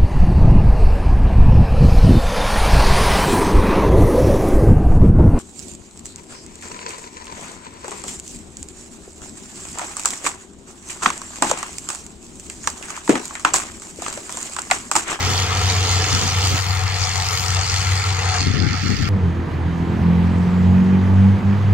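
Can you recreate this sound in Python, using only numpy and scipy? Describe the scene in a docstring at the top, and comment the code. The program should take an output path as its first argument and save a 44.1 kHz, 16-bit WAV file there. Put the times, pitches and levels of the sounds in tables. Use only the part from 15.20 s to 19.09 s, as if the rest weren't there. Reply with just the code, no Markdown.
"""Across a field, some way off: a four-cylinder diesel tractor drags a chain trencher through dry soil.
The exhaust is a set of wavering low tones that swell and sink in a bed of rumble; each firing knocks as a noise burst.
The chain is scraping noise with random ticks; panels growl on engine orders and a few single clacks stand out.
Air buffets the two small microphones as lumps of low noise.
The right microphone turns duller while the left thins, and later the left dulls too."""
import sys
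import numpy as np
from scipy import signal
from scipy.fft import rfft, irfft
from scipy.io import wavfile
from scipy.ndimage import uniform_filter1d

SR = 44100
rng = np.random.default_rng(int(sys.argv[2]) if len(sys.argv) > 2 else 0)


def dump_mix(stems):
    """Bounce the given channels to the path in sys.argv[1] as a 16-bit WAV at rate SR."""
    frames = np.atleast_2d(stems).T  # one column per channel
    limited = np.clip(frames, -1, 1)  # hard clip at full scale
    pcm = np.round(limited * 32767).astype(np.int16)
    wavfile.write(sys.argv[1], SR, pcm)


N = 171549  # length [samples]

# firing rate of the engine: (time [s], rate [firings per s])
FIRING_RATE = [(0, 93), (.3, 93.27), (.7, 93.52), (1.2, 93.04), (1.7, 93.68), (2.15, 91.93), (2.55, 93.48),
               (3.0, 93.39), (3.3, 91.7), (3.6, 93.4), (3.88, 91.87)]
# colour of the whole machine heard along the trench: (frequency [Hz], relative density [dB])
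MACHINE_COLOUR = [(200, -4), (260, -6), (340, -10), (450, -4), (520, -7), (590, -17), (660, -9),
                  (740, -3.5), (850, -5.5), (1000, -5), (1400, -2), (1580, -13.5), (1800, -7.5), (2150, -5),
                  (3000, -2.5), (3400, -3.5), (3800, -8.5), (4400, -7), (5500, -8), (6100, -4.5),
                  (7200, -4.5), (8200, -11), (9000, -11.5), (10000, -25), (11000, -19), (15500, -26)]


def exhaust(firings):
    """Harmonic radiation: tones tied to the firing phase, randomly modulated, swell over steady rumble."""
    # exhaust tones: (multiple of the firing rate [1], level against the boom [dB])
    tones = [(.77, -18), (1, 0), (2, -24), (3.47, -31)]
    # dull rumble around the exhaust note: (frequency [Hz], relative density [dB])
    rumble_colour = [(15, -14), (35, -13), (55, -2.5), (72, 0.5), (95, 4.5), (125, -0.5), (160, -3),
                     (200, -15), (260, -41), (500, -61)]
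    # boom in the right microphone against the left: (time [s], level [dB])
    right_level = [(0, -1), (1.3, -2), (1.45, -5), (3.1, -1.5)]
    waver, waver_hz = 0.12, 60  # rms of each quadrature against the steady tone; corner of its spectrum
    rumble_db = -30

    lines = 0
    for multiple, db in tones:
        carrier = np.exp(2j * np.pi * (multiple * firings + rng.random()))
        modulation = 1 + waver * (drift(waver_hz) + 1j * drift(waver_hz))
        lines = lines + amp(db) * np.sqrt(2) * (modulation * carrier).real
    common, apart = coloured(hiss(), rumble_colour)
    rumble = common + 0.5 * np.array([apart, -apart])
    boom = lines * boom_level() + amp(rumble_db) * rumble
    return boom * np.array([np.ones(N), amp(curve(right_level))])


def boom_level():
    """Amplitude modulation: each swell rises and sinks in one sine arch until the next begins."""
    # swells of the low sound: throbs of the boom, mixed with air buffeting from 3.2 s on:
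    # (start [s], peak level [dB])
    swells = [(0.0, -23.5), (0.095, -24.5), (0.181, -19.5), (0.271, -20), (0.351, -18.5), (0.424, -17.5),
              (0.494, -19), (0.536, -18.5), (0.676, -17.5), (0.867, -20), (1.032, -22), (1.118, -17),
              (1.229, -18.5), (1.265, -18.5), (1.313, -17), (1.376, -20.5), (1.448, -17.5), (1.556, -18.5),
              (1.6, -16.5), (1.692, -21), (1.778, -18), (1.868, -23.5), (1.926, -21), (2.064, -20.5),
              (2.1, -23), (2.175, -21), (2.249, -19.5), (2.473, -18.0), (2.629, -17), (2.817, -19.5),
              (3.013, -19.5), (3.154, -21), (3.248, -17.5), (3.337, -27), (3.366, -23), (3.495, -27),
              (3.536, -23.5), (3.583, -20.5), (3.68, -23), (3.766, -27), (3.817, -16), (3.862, -29)]
    dip = .36  # amplitude between swells, as a part of the peak
    starts, peak_db = np.transpose(swells)
    count = np.arange(len(starts) + 1)
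    place = np.interp(np.arange(N), np.append(starts * SR, N), count)
    peak = amp(np.interp(place, count[:-1] + .5, peak_db))
    arch = np.sin(np.pi * (place % 1))
    return peak * (dip + (1 - dip) * arch)


def knock(firings):
    """Impulsive excitation: each firing starts a brief noise burst with its own strength and colour."""
    # strength of alternate cylinders: (level [dB])
    cylinders_db = [-1.7, 1.7]
    # tilt of the machine's colour for the knock: (frequency [Hz], level [dB])
    tilt = [(100, -49), (900, -17), (1800, -6.5), (3000, -3.5), (4800, 4), (7000, 0), (9000, -0.5),
            (15000, -17)]
    rise_s, decay_s, scatter_db = .0008, .0034, 1.2
    knock_db, patchy_db = -26, 3  # level ahead of the microphones; rms of the patches of colour
    surge_hz, surge_db = 6.6, 1.3

    which = firings.astype(int)
    age = firings % 1 / curve(FIRING_RATE)  # seconds since the firing
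    scatter = scatter_db * rng.standard_normal(N)[which]
    strength = amp(np.take(cylinders_db, which, mode="wrap") + scatter)
    burst = strength * (1 - np.exp(-age / rise_s)) * np.exp(-age / decay_s)
    surge = amp(surge_db * np.sin(2 * np.pi * surge_hz * np.arange(N) / SR))
    grain = to_sound(patchy(hiss(), patchy_db, size=256)[2], size=256)
    return amp(knock_db) * coloured(grain * burst * surge, MACHINE_COLOUR, tilt)


def chain():
    """Friction and impact noise: teeth scrape the soil while links and clods tick at random."""
    # level of the chain: (time [s], level [dB])
    chain_level = [(0, 3), (2, 0.84), (3.1, 1.5), (3.4, -0.8), (3.89, 1)]
    # tilt of the machine's colour for the scrape: (frequency [Hz], level [dB])
    tilt = [(100, -13.5), (250, -1), (1200, -1), (2200, -3), (4500, -3.5), (7000, -4), (9000, -6),
            (15000, -5.5)]
    scrape_db, clatter_db = -25, -34  # ahead of the chain's level and the microphones
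    ticks_per_s, spread_db, decay_s = 220, 5, .0015
    flutter_db, flutter_hz = 0.4, 60

    level = amp(curve(chain_level) + flutter_db * drift(flutter_hz))
    strength = amp(spread_db * np.minimum(rng.exponential(1, N), 3))
    ticks = (rng.random(N) < ticks_per_s / SR) * strength
    ticks = signal.lfilter([1], [1, -np.exp(-1 / (decay_s * SR))], ticks)  # each tick dies away
    scrape = amp(scrape_db) * coloured(hiss(), MACHINE_COLOUR, tilt)
    clatter = amp(clatter_db) * coloured(hiss() * ticks, MACHINE_COLOUR)
    return level * (scrape + clatter)


def growl(firings):
    """Forced vibration: panels rattle on two engine orders amid rough noise in the frame; both throb."""
    # level of the growl: (time [s], level [dB])
    growl_level = [(0, -37), (.15, -30.5), (.3, -44), (.8, -35.5), (1.3, -49), (1.65, -36.5), (1.85, -33),
                   (2.05, -34.5), (2.22, -31.5), (2.4, -33.5), (2.7, -39), (2.95, -31), (3.15, -26.5),
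                   (3.32, -46), (3.45, -24.5), (3.6, -30.5), (3.89, -42)]
    # noise in the frame: (frequency [Hz], relative density [dB])
    noise_colour = [(200, -27), (450, 2.5), (590, -9.5), (740, 0), (850, 0.5), (1000, -1.5), (1350, -3.5),
                    (1580, -14), (4000, -51)]
    # rattling panels: (multiple of the firing rate [1], relative level [dB])
    orders = [(8, 0), (9, -2)]
    throbs_per_firing, throb_db = 0.082, 3.5
    waver_hz, change_hz = 11, 12  # rms swing of the pitch; corner of the random changes
    tone_db = -5  # rattle against the noise

    throb = throb_db * np.sin(2 * np.pi * throbs_per_firing * firings)
    rattle = 0
    for multiple, db in orders:
        strength = amp(db) * (1 + .5 * drift(change_hz))
        waver = waver_hz * np.cumsum(drift(change_hz)) / SR
        rattle = rattle + strength * np.cos(2 * np.pi * (multiple * firings + waver))
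    tone = evened(rattle) * np.array([[1], [0]])  # only in the part that both microphones share
    noise = coloured(hiss(), noise_colour)
    return amp(curve(growl_level) + throb) * (noise + amp(tone_db) * tone)


def clacks():
    """Impact decay: single harder knocks start at once and die away exponentially."""
    # single knocks: (start [s], level [dB])
    strikes = [(1.957, -13), (2.368, -18), (2.391, -17), (2.411, -18), (2.561, -15), (3.205, -19)]
    # tilt of the machine's colour for the clacks: (frequency [Hz], level [dB])
    tilt = [(300, -12), (1200, -4), (6500, 0), (12000, -10)]
    decay_s = 0.004
    t = np.arange(N) / SR
    level = sum(amp(db) * (t >= start) * np.exp(-abs(t - start) / decay_s) for start, db in strikes)
    return level * coloured(hiss(), MACHINE_COLOUR, tilt)


def microphones(x):
    """Partial coherence: shared and diffuse sound reach two ports, with resonances and changing colour."""
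    # narrow fixed rings from reflections off the trench walls: (centre [Hz], width [Hz], level [dB])
    resonances = [(490, 26, 3), (738.2, 9.8, 7.5), (873.5, 19, 6), (1300, 82, 3.5), (2115, 130, 2.5),
                  (3580, 120, 4), (4330, 79, 8), (6890, 46, 8.5)]
    # level of the treble: (time [s], level [dB])
    treble_level = [(0, -6), (.12, -1), (.33, -6.5), (.43, -2), (.52, -3), (.65, -3), (.72, 1.5), (.8, -3),
                    (.88, -0.1), (1.07, -0.5), (1.16, -3.5), (1.28, -0.5), (1.5, -4.5), (1.67, -6.5),
                    (1.85, 1.5), (1.95, -1), (2.2, 0.5), (2.42, -1), (2.55, 2), (2.65, -1.5), (2.93, -3.9),
                    (3.1, -2), (3.24, 0), (3.35, -2.5), (3.68, 0.5), (3.88, -4.5)]
    # level of the top treble, from about 9.8 kHz up: (time [s], level [dB])
    top_level = [(0, 3), (1.0, -1), (1.5, 7), (1.85, -4), (2.2, 8.5), (2.4, -6.5), (2.75, 1), (3.1, -6),
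                 (3.89, 2.5)]
    # left-right likeness: (frequency [Hz], coherence [1])
    likeness = [(50, 1), (700, 0.96), (1200, 0.55), (1580, 0.97), (2000, 0.69), (3000, 0.98), (3800, 0.32),
                (4500, 0.7), (6500, 0.26), (8000, 0.13), (15000, 0.51)]
    # phase by which left leads: (frequency [Hz], phase [rad])
    left_lead = [(50, 0.5), (1000, 0), (1500, -2), (1750, 0.8), (2400, -1.34), (3400, -1.43), (4500, -1.97),
                 (6500, -2.04), (8000, -4), (15000, -1)]
    # right microphone against the left: (frequency [Hz], level [dB])
    right_colour = [(200, -6.5), (450, 0.3), (800, -1.5), (1130, -6.5), (1400, -2), (1580, 6.5), (2100, -1),
                    (3400, -1.5), (5000, 4), (6200, -1.5), (7300, -4.5), (8800, -7.5), (11000, -6),
                    (15000, -4)]
    # changes of colour, all three: (frequency [Hz], level [dB])
    right_dull = [(150, 5), (260, -15), (450, -13), (590, -17), (760, -7), (1000, -9), (1130, -2),
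                  (1300, -3), (2000, 0.3), (3300, -2.5), (3800, -5), (4800, -0.8), (6500, -8.5),
                  (8000, -7.5), (12000, -4.3)]
    left_thin = [(150, 0.5), (260, -11), (450, -2), (900, -1.5), (1300, 0.04), (2200, 1.5), (3000, -6),
                 (4400, 0.5), (8000, -1)]
    left_dull = [(200, 14.5), (450, -18), (700, -8), (930, -18.5), (1400, 0.5), (2400, -1), (2750, -5),
                 (3100, -29), (3600, -13), (4200, -4), (5000, -25), (6200, -5.5), (7200, -13),
                 (9000, -16.5), (14000, -17)]
    treble_hz, top_hz = 3500, 9800  # lower edges of the two bands
    first_s, first_fade_s = 1.385, 0.035  # right dulls and left thins: middle and length of the fade
    second_s, second_fade_s = 3.28, 0.22  # left dulls too
    patchy_db = 1.7

    hz, t, z = patchy(x, patchy_db, size=1024)
    hz = hz[:, None]
    rings = sum(db / (1 + (2 * (hz - centre) / width) ** 2) for centre, width, db in resonances)
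    treble = curve(treble_level, t) / (1 + (treble_hz / (hz + 1)) ** 4)
    top = curve(top_level, t) / (1 + (top_hz / (hz + 1)) ** 12)
    shared, diffuse = z * amp(rings + treble + top)

    same = np.clip(read(likeness, hz), 0, 1)
    right = same * shared + np.sqrt(1 - same ** 2) * diffuse
    right = right * np.exp(-1j * read(left_lead, hz))

    first = np.clip((t - first_s) / first_fade_s + .5, 0, 1)
    second = np.clip((t - second_s) / second_fade_s + .5, 0, 1)
    left = shared * amp(first * read(left_thin, hz) + second * read(left_dull, hz))
    right = right * amp(read(right_colour, hz) + first * read(right_dull, hz))
    return to_sound(np.array([left, right]), size=1024)


def buffets():
    """Turbulent pressure: short lumps of low noise, uncorrelated at the two ports."""
    # gusts at the ports: (start [s], length [s], left level [dB], right level [dB])
    gusts = [(0, .14, -28, -32), (.92, .07, -22, -40), (1.01, .06, -27, -24), (1.305, .065, -36, -21),
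             (3.2, .06, -21, -42), (3.255, .07, -17, -42), (3.33, .055, -13.5, -42), (3.37, .13, -15, -40),
             (3.48, .08, -20, -40), (3.628, .06, -15.5, -41), (3.685, .08, -14, -38),
             (3.77, .13, -18.5, -37)]
    # noise of the air: (frequency [Hz], relative density [dB])
    air_colour = [(20, -32), (60, -3), (110, 4.5), (210, 1), (300, -5.5), (420, -13), (560, -24),
                  (900, -57), (3000, -77.5)]
    lump_db, lump_hz = 1, 45
    edge_share = .25  # full slope of each edge, as a part of the length

    t, level = np.arange(N) / SR, np.zeros((2, N))
    for start, length, left_db, right_db in gusts:
        to_edge = np.minimum(t - start, start + length - t)
        shape = np.clip(to_edge / (edge_share * length) + 0.26, 0, 1)  # edges reach a little outside
        level = np.maximum(level, amp([[left_db], [right_db]]) * shape)
    lumps = amp(lump_db * drift(lump_hz))
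    return level * coloured(hiss() * lumps, air_colour)


def amp(db):
    """Level definition: decibels to an amplitude ratio."""
    return 10 ** (np.asarray(db) / 20)


def evened(x):
    """Normalisation: scales to rms 1."""
    return x / np.sqrt(np.mean(abs(x) ** 2) + 1e-20)


def read(points, hz):
    """Logarithmic frequency scale: a spectrum table interpolated at the given frequencies."""
    f, value = np.transpose(points)
    return np.interp(np.log(hz + 1), np.log(f + 1), value)


def curve(points, t=None):
    """Linear interpolation: a time table at the given times, or at every sample."""
    return np.interp(np.arange(N) / SR if t is None else t, *np.transpose(points))


def coloured(x, *spectra):
    """Linear filtering: shapes by the summed spectra [dB] and scales to rms 1."""
    hz = np.fft.rfftfreq(N, 1 / SR)
    gain = amp(sum(read(s, hz) for s in spectra))
    return evened(irfft(rfft(x) * gain, N))


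def drift(rate_hz):
    """Low-passed noise: a slow random signal of rms 1, drawn at a coarse rate."""
    t = np.arange(0, N / SR, 1 / 1024)
    hz = np.fft.rfftfreq(len(t), t[1])
    lowpass = 1 / (1 + (hz / rate_hz) ** 2) ** 2
    slow = irfft(rfft(rng.standard_normal(len(t))) * lowpass, len(t))
    return np.interp(np.arange(N) / SR, t, evened(slow))


def hiss():
    """White noise: two uncorrelated channels."""
    return rng.standard_normal((2, N))


def patchy(x, depth_db, size):
    """Short-time spectrum: frequencies [Hz], times [s] and values, with random patches of level."""
    hz, t, z = signal.stft(x, SR, nperseg=size, noverlap=size * 3 // 4)
    patches = rng.standard_normal(z.shape[1:])
    patches = uniform_filter1d(patches, size=7, axis=0)  # across frequency
    patches = uniform_filter1d(patches, size=9, axis=1)  # across time
    return hz, t, z * amp(depth_db * evened(patches))


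def to_sound(z, size):
    """Overlap-add: short-time spectra back to sound."""
    return signal.istft(z, nperseg=size, noverlap=size * 3 // 4)[1][:, :N]


def scene():
    """Superposition: exhaust, the machine's other sounds at the microphones, and the buffeting."""
    firings = .5 + np.cumsum(curve(FIRING_RATE)) / SR  # running count
    machine = knock(firings) + chain() + growl(firings) + clacks()
    return exhaust(firings) + microphones(machine) + buffets()


def record(dry):
    """Band limitation: a linear-phase low-pass filter removes the highest treble."""
    edge_hz = 15800
    lowpass = signal.firwin(511, edge_hz, window=("kaiser", 9), fs=SR)
    return signal.oaconvolve(dry, lowpass[None], "same")


dry = scene()
out = record(dry)
dump_mix(out)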